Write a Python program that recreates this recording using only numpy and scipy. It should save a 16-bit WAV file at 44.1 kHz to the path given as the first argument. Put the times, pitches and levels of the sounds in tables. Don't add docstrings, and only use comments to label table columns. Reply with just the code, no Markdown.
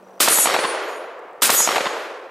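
import sys
import numpy as np
from scipy import signal
from scipy.fft import rfft, irfft
from scipy.io import wavfile
from scipy.ndimage import uniform_filter1d

SR = 44100
rng = np.random.default_rng(int(sys.argv[2]) if len(sys.argv) > 2 else 0)


def to_linear_factor(level_db):
    exponent = np.asarray(level_db, float) / 20
    return 10 ** exponent


def wav_out(sig):
    wavfile.write(sys.argv[1], SR, np.round(np.clip(np.atleast_2d(sig).T, -1, 1) * 32767).astype(np.int16))


N = 101430

SHOT_S = [
    .2015,
    1.41905,
]
# (echo level [dB], roar level [dB], bolt level [dB])
SHOT_LEVELS = [
    (0, -13, -10.5),
    (-.5, -12.5, -11),
]
# (woods level [dB], recovery [dB per s])
RECOVERY = [
    (1.5, 0),
    (0, -8),
]

# (frequency [Hz], level [dB per Hz])
FIELD_TONE = [(40, -54), (110, -26.5), (250, -16.5), (479, -3), (1100, -13.5), (2200, -27), (3650, -36),
              (15000, -45)]
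# (frequency [Hz], side against mid [dB])
FAR_WIDTH = [(60, -32), (180, -51), (550, -18.5), (1650, -13), (4970, -11.5), (15000, -22.5)]

# (frequency [Hz], level [dB per Hz])
WOODS_TONE = [(40, -38), (200, -32.5), (372, -3), (542, -1), (760, -6.5), (1180, -5), (4000, -15.5),
              (9000, -26), (15000, -53.5)]
# (frequency [Hz], time to fall 60 dB [s])
WOODS_T60 = [(100, 1.5), (250, 0.9), (450, 2.78), (1000, 2.27), (2000, 1.69), (4000, 1.1), (6000, 0.99),
             (12000, 0.675)]
# (time after shot [s], level [dB])
WOODS_SWELL = [(0, -14), (.15, -14), (.25, -11), (.3, -6), (.37, -3.5), (.45, -1.5), (.55, 0)]

ECHO_S = [.0028, .027, .0575, .0743, .0775, .0815, .098, .1065, .1205, .127, .172, .1835, .2552, .2585,
          .2695, .283, .288, .2975, .308, .3275, .3385, .3425, .3465, .354, .361, .387, .392, .4365, .4445,
          .450]
ECHO_HZ = [1320, 1640, 850, 1050, 400, 880, 1120, 600, 1130, 1230, 910, 810, 850, 800, 990, 850, 650, 1190,
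           600, 800, 900, 1000, 750, 700, 900, 590, 580, 800, 900, 1000]
# (level [dB], spread [s])
ECHO_LEVELS = [(-6, .001), (-17, .002), (-18, .002), (-6, .002), (-11, .003), (-5, .0015), (-16, .002),
               (-14, .002), (-14, .002), (-13, .002), (-16, .002), (-10, .004), (-6, .0015), (-11, .003),
               (-8, .003), (-18, .001), (-13, .003), (-14, .002), (-13, .001), (-10, .002), (-10, .003),
               (-7, .002), (-10, .005), (-13, .001), (-7, .002), (-13, .003), (-14, .002), (-11, .003),
               (-14, .004), (-14, .004)]
# (frequency [Hz], level [dB per Hz])
CLAP_TONE = [(50, -45), (120, -13), (400, 3), (1000, -2.5), (2000, -6), (4000, -13.5), (8000, -38),
             (14000, -58.5)]
# (time after shot [s], level [dB], length [s])
GLINTS = [
    (.127, -28, .01),
    (.243, -33, .03),
    (.336, -31, .018),
    (.36, -40, .005),
]

# (time [s], level [dB], length [s])
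TICKS = [
    (0.34, -28, 0.00085),
    (0.88, -51, .03),
    (1.192, -58, 0.0031),
    (1.232, -65, 0.0014),
    (1.332, -62, .003),
    (1.549, -12, 0.0012),
    (2.168, -68, .01),
]
# (frequency [Hz], level [dB per Hz])
CLACK_TONE = [(290, -22.5), (500, -16.5), (8310, -6.5), (10500, -19), (11700, -6.5), (15200, -29.5),
              (16800, -41)]

FIRST_HZ = [6718, 6799, 7660, 7773, 8565, 8845, 9405, 5922, 4430, 10487, 5524, 11133, 11423, 11623]
SECOND_HZ = [5524, 5922, 6713, 6853, 7375, 8005, 9394, 10476, 10729, 11400, 11859, 13006, 13474, 14626]
LATE_HZ = [9410, 6802, 8856, 11149, 11429, 11547, 12145, 13700, 6720, 6860, 10530, 11430, 13474, 14626]
# (level [dB], start [s], hold [s])
FIRST_RING = [(-29, .33, .12), (-28, .31, .14), (-29, .33, .12), (-29, .33, .12), (-33, .3, .12),
              (-30, .3, .14), (-19, .288, .065), (-36, .31, .15), (-40, .3, .3), (-31, .31, .11),
              (-38, .39, .16), (-33, .31, .14), (-25, .295, .12), (-29, .33, .12)]
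SECOND_RING = [(-36, 1.62, .11), (-28, 1.575, .075), (-21, 1.555, .095), (-25, 1.56, .09), (-29, 1.57, .08),
               (-31, 1.57, .08), (-31, 1.53, .08), (-29, 1.51, .1), (-29, 1.51, .1), (-25, 1.53, .08),
               (-29, 1.52, .09), (-30, 1.51, .05), (-33, 1.51, .05), (-30, 1.52, .05)]
LATE_RING = [(-38, .55, .17), (-55, .84, .11), (-58, .85, .12), (-60, .87, .15), (-55, .79, .07),
             (-62, .87, .1), (-61, .84, .07), (-75, .9, .16), (-43, 1.71, .14), (-52, 1.73, .14),
             (-63, 1.94, .1), (-63, 1.91, .13), (-69, 1.96, .09), (-70, 1.97, .09)]
# (frequency [Hz], level [dB], start [s], hold [s])
MORE_FIRST = [(3838, -43, .33, .25), (6541, -40, .31, .14), (7224, -38, .31, .14), (7596, -37, .32, .13),
              (8005, -33, .3, .17), (9405, -20, .385, .06), (10363, -33, .3, .11), (10422, -33, .3, .11),
              (10750, -36, .3, .13), (10912, -39, .3, .13), (11353, -36, .295, .12),
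              (12139, -39, .295, .12), (12204, -36, .295, .11), (13754, -40, .29, .1)]
MORE_SECOND = [(5103, -34, 1.6, .05), (6288, -31, 1.595, .065), (7208, -31, 1.585, .065),
               (7745, -32, 1.53, .115), (8463, -37, 1.55, .09), (8548, -34, 1.55, .09),
               (8845, -34, 1.565, .075), (9238, -36, 1.54, .08), (10085, -39, 1.53, .08),
               (10896, -36, 1.56, .07), (11946, -34, 1.52, .07), (12866, -36, 1.51, .05),
               (13168, -37, 1.51, .05), (14836, -37, 1.52, .05)]
MORE_LATE = [(6799, -50, .5, .24), (7773, -50, .5, .12), (8010, -51, .5, .14), (8850, -52, .52, .12),
             (11623, -57, .5, .15), (12624, -59, .5, .13), (10422, -58, .5, .16), (9415, -68, .88, .12),
             (13684, -65, .5, .17), (14643, -74, .84, .1), (4430, -44, .55, .13), (7386, -52, 1.7, .14),
             (7741, -51, 1.7, .14), (5529, -50, 1.68, .14)]

# (frequency [Hz], level [dB per Hz])
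ROAR_TONE = [(24, -59), (40, -36.5), (295, -10.5), (810, -16.5), (1070, -3), (5400, -4.5), (8510, 0),
             (15200, -6.5), (16800, -78.5)]
# (frequency [Hz], time to fall 60 dB [s])
ROAR_T60 = [(100, 1), (500, 1), (2000, 0.93), (6000, 0.74), (12000, 0.84), (16000, 0.51)]
# (frequency [Hz], lowest kept level [dB per bin])
KEPT_TREBLE = [(12000, -112), (13400, -101), (14200, -93), (15000, -86), (15400, -72), (16200, -60)]

WOODS_AT_S, WOODS_DB, WOODS_GRAIN_DB = 0.38, -22.5, 0
BOLT_S, HAMMER_S = .0835, -0.0061


def evened(x):
    return x / np.sqrt(np.mean(x ** 2) + 1e-20)


def read(points, hz):
    f, value = np.transpose(points)
    return np.interp(np.log(hz + 1), np.log(f + 1), value)


def add(mix, s, sound):
    part = mix[..., round(s * SR):][..., :sound.shape[-1]]
    part += sound[..., :part.shape[-1]]


def slow(count, smooth_s):
    size = max(round(smooth_s * SR), 1)
    smooth = uniform_filter1d(rng.standard_normal(count), size)
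    return evened(uniform_filter1d(smooth, size))


def grit(count, grain_db, grain_s=0.0019):
    clumps = evened(to_linear_factor(grain_db * slow(count, grain_s)))
    return rng.standard_normal((2, count)) * clumps


def colour(x, tone, t60=None, at_s=0.):
    hz, t, z = signal.stft(x, SR, nperseg=512, noverlap=384)
    shape = evened(to_linear_factor(read(tone, hz)))[:, None]
    if t60:
        shape = shape * to_linear_factor(-60 * (t - at_s) / read(t60, hz)[:, None])
    return signal.istft(z * shape, SR, nperseg=512, noverlap=384)[1][..., :x.shape[-1]]


def causal(tone, size=2048):
    level_db = np.maximum(read(tone, np.fft.rfftfreq(size, 1 / SR)), -100)
    half = np.log(to_linear_factor(level_db))
    whole = np.r_[half, half[-2:0:-1]]
    pulse = np.fft.ifft(np.exp(np.conj(signal.hilbert(whole)))).real[:size // 2]
    return pulse / abs(pulse).max()


def widen(mid_side):
    mid, side = mid_side
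    width = to_linear_factor(read(FAR_WIDTH, np.fft.rfftfreq(len(mid), 1 / SR)))
    side = irfft(rfft(side) * width, len(mid))
    return np.array([mid + side, mid - side])


def near(mid_side):
    side = to_linear_factor(-21) * mid_side[1]
    return np.array([mid_side[0] + side, mid_side[0] - side])


def field():
    t = np.arange(N) / SR
    fired = t > SHOT_S[0]
    wings = np.clip(np.sin(2 * np.pi * (31.5 * t + .72)) + 0.45, 0, 1)
    cricket = to_linear_factor(-64) * wings * (t > .036) * np.sin(2 * np.pi * 5850 * t)
    hum = to_linear_factor(-55) * np.sin(2 * np.pi * 191 * t)
    rumble = widen(to_linear_factor(-45.5) * colour(grit(N, grain_db=2), FIELD_TONE))
    return rumble * to_linear_factor(-4 * fired) + (hum + cricket) * to_linear_factor(-30 * fired)


def woods(scatter, db, db_per_s):
    t = np.arange(scatter.shape[1]) / SR
    recovery_db = db + db_per_s * np.clip(t - WOODS_AT_S, 0, 1.3)
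    swell_db = np.interp(t, *np.transpose(WOODS_SWELL))
    wash = colour(scatter, WOODS_TONE, WOODS_T60, WOODS_AT_S)
    return widen(wash * to_linear_factor(WOODS_DB + recovery_db + swell_db))


def claps():
    out, pulse = np.zeros((2, SR)), causal(CLAP_TONE)
    draws = rng.random((len(ECHO_LEVELS), 16, 3))
    for s, hz, (db, spread), row in zip(ECHO_S, ECHO_HZ, ECHO_LEVELS, draws):
        at = (np.cumsum(.6 + 0.89 * row[:, 0]) - .6) / (2 * 1.15 * hz)
        swing = -(-1.) ** np.arange(len(at)) * (0.22 + 1.1 * row[:, 1])
        size = swing * np.exp(-(at / spread - .45) ** 2)
        taps = np.zeros((2, 1024))
        taps[:, np.round(at * SR).astype(int) + 20] = size, 0.79 * size * (2 * row[:, 2] - 1)
        wave = signal.oaconvolve(taps, pulse[None])
        add(out, s, to_linear_factor(db + 3.5) * wave / abs(wave[0]).max())
    return widen(out)


def ring(hz, db, start, hold, left_db=-13, t60=0.5, rise=0.0083):
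    t = np.arange(SR) / SR
    after = np.maximum(t - hold, 0)
    left = to_linear_factor(left_db - 60 * after / t60 * hz / 9000)
    swell = np.sin(np.pi / 2 * np.minimum(t / rise, 1)) ** 2
    shape = swell * (np.exp(-after / 0.012) + left) / (1 + to_linear_factor(left_db))
    phase = rng.uniform(0, 2 * np.pi, (2, 1)) + .5 * slow(SR, .018)
    level = np.sqrt(2) * to_linear_factor(db + 1.8 * slow(SR, .018))
    return start, near(level * shape * np.sin(2 * np.pi * hz * t + phase))


def late_ring(hz, db, start, hold):
    return ring(hz, db, start, hold, left_db=10, t60=.45, rise=.06)


def clack(db, length):
    t = np.arange(4096) / SR
    burst = colour(rng.standard_normal((2, len(t))), CLACK_TONE)
    return near(burst * to_linear_factor(db) * np.minimum(t / .0004, 1) * np.exp(-(t / length) ** 4))


def roar(db):
    t = np.arange(SR) / SR
    dip_db = -7 * np.exp(-((t - .072) / .017) ** 2)
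    rise = np.minimum(t / .003, 1) ** 2
    blast = colour(grit(SR, grain_db=1.2, grain_s=0.00091), ROAR_TONE, ROAR_T60)
    return near(blast * rise * to_linear_factor(db + dip_db))


def scene():
    mix, echo, trunks = field(), claps(), grit(N, WOODS_GRAIN_DB)
    roll = evened(to_linear_factor(.8 * slow(N, .012)))
    for s, (db, roar_db, bolt_db), gain in zip(SHOT_S, SHOT_LEVELS, RECOVERY):
        add(mix, s, to_linear_factor(db) * echo)
        scatter = trunks + 0.66 * grit(N, WOODS_GRAIN_DB)
        add(mix, s, woods(roll * scatter, *gain))
        for delay, glint_db, length in GLINTS:
            add(mix, s + delay, clack(glint_db, length))
        add(mix, s, roar(roar_db))
        add(mix, s + BOLT_S, clack(bolt_db, length=.0045))
        add(mix, s + HAMMER_S, clack(-43.5, length=0.0053))
        for a, b, c in rng.random((24, 3)):
            add(mix, *ring(4400 + 8500 * a, -41 - 6 * b, s + BOLT_S + 0.078 * c, hold=.1))
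    for hz, row in zip(FIRST_HZ + SECOND_HZ, FIRST_RING + SECOND_RING):
        add(mix, *ring(hz, *row))
    for hz, row in zip(LATE_HZ, LATE_RING):
        add(mix, *late_ring(hz, *row))
    for row in MORE_FIRST + MORE_SECOND:
        add(mix, *ring(*row))
    for row in MORE_LATE:
        add(mix, *late_ring(*row))
    for s, db, length in TICKS:
        add(mix, s, clack(db, length))
    return mix


def thin(x):
    hz, t, z = signal.stft(x, SR, nperseg=2048, noverlap=1536)
    power = (abs(z) ** 2).mean(0)
    faint = uniform_filter1d(power, size=16, axis=0) < to_linear_factor(2 * read(KEPT_TREBLE, hz))[:, None]
    treble = (hz > KEPT_TREBLE[0][0])[:, None]
    busy = power.sum(0) > to_linear_factor(2 * -37)
    return signal.istft(z * ~(faint & treble & busy), SR, nperseg=2048, noverlap=1536)[1][:, :N]


def band_limit(x):
    return signal.sosfilt(signal.butter(12, 16990, fs=SR, output="sos"), x)


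def record(dry):
    high_pass = signal.butter(2, 330, "high", fs=SR)
    side = signal.lfilter(*high_pass, dry[0] - dry[1]) / 2
    ports = dry.mean(0) + np.array([side, -side])
    ceiling = 1.2
    squashed = ceiling * np.tanh(ports / ceiling)
    edge = signal.firwin(127, 16100, window=("kaiser", 7), fs=SR)[None]
    return band_limit(thin(signal.oaconvolve(squashed, edge, "same")))


dry = scene()
out = record(dry)
wav_out(out)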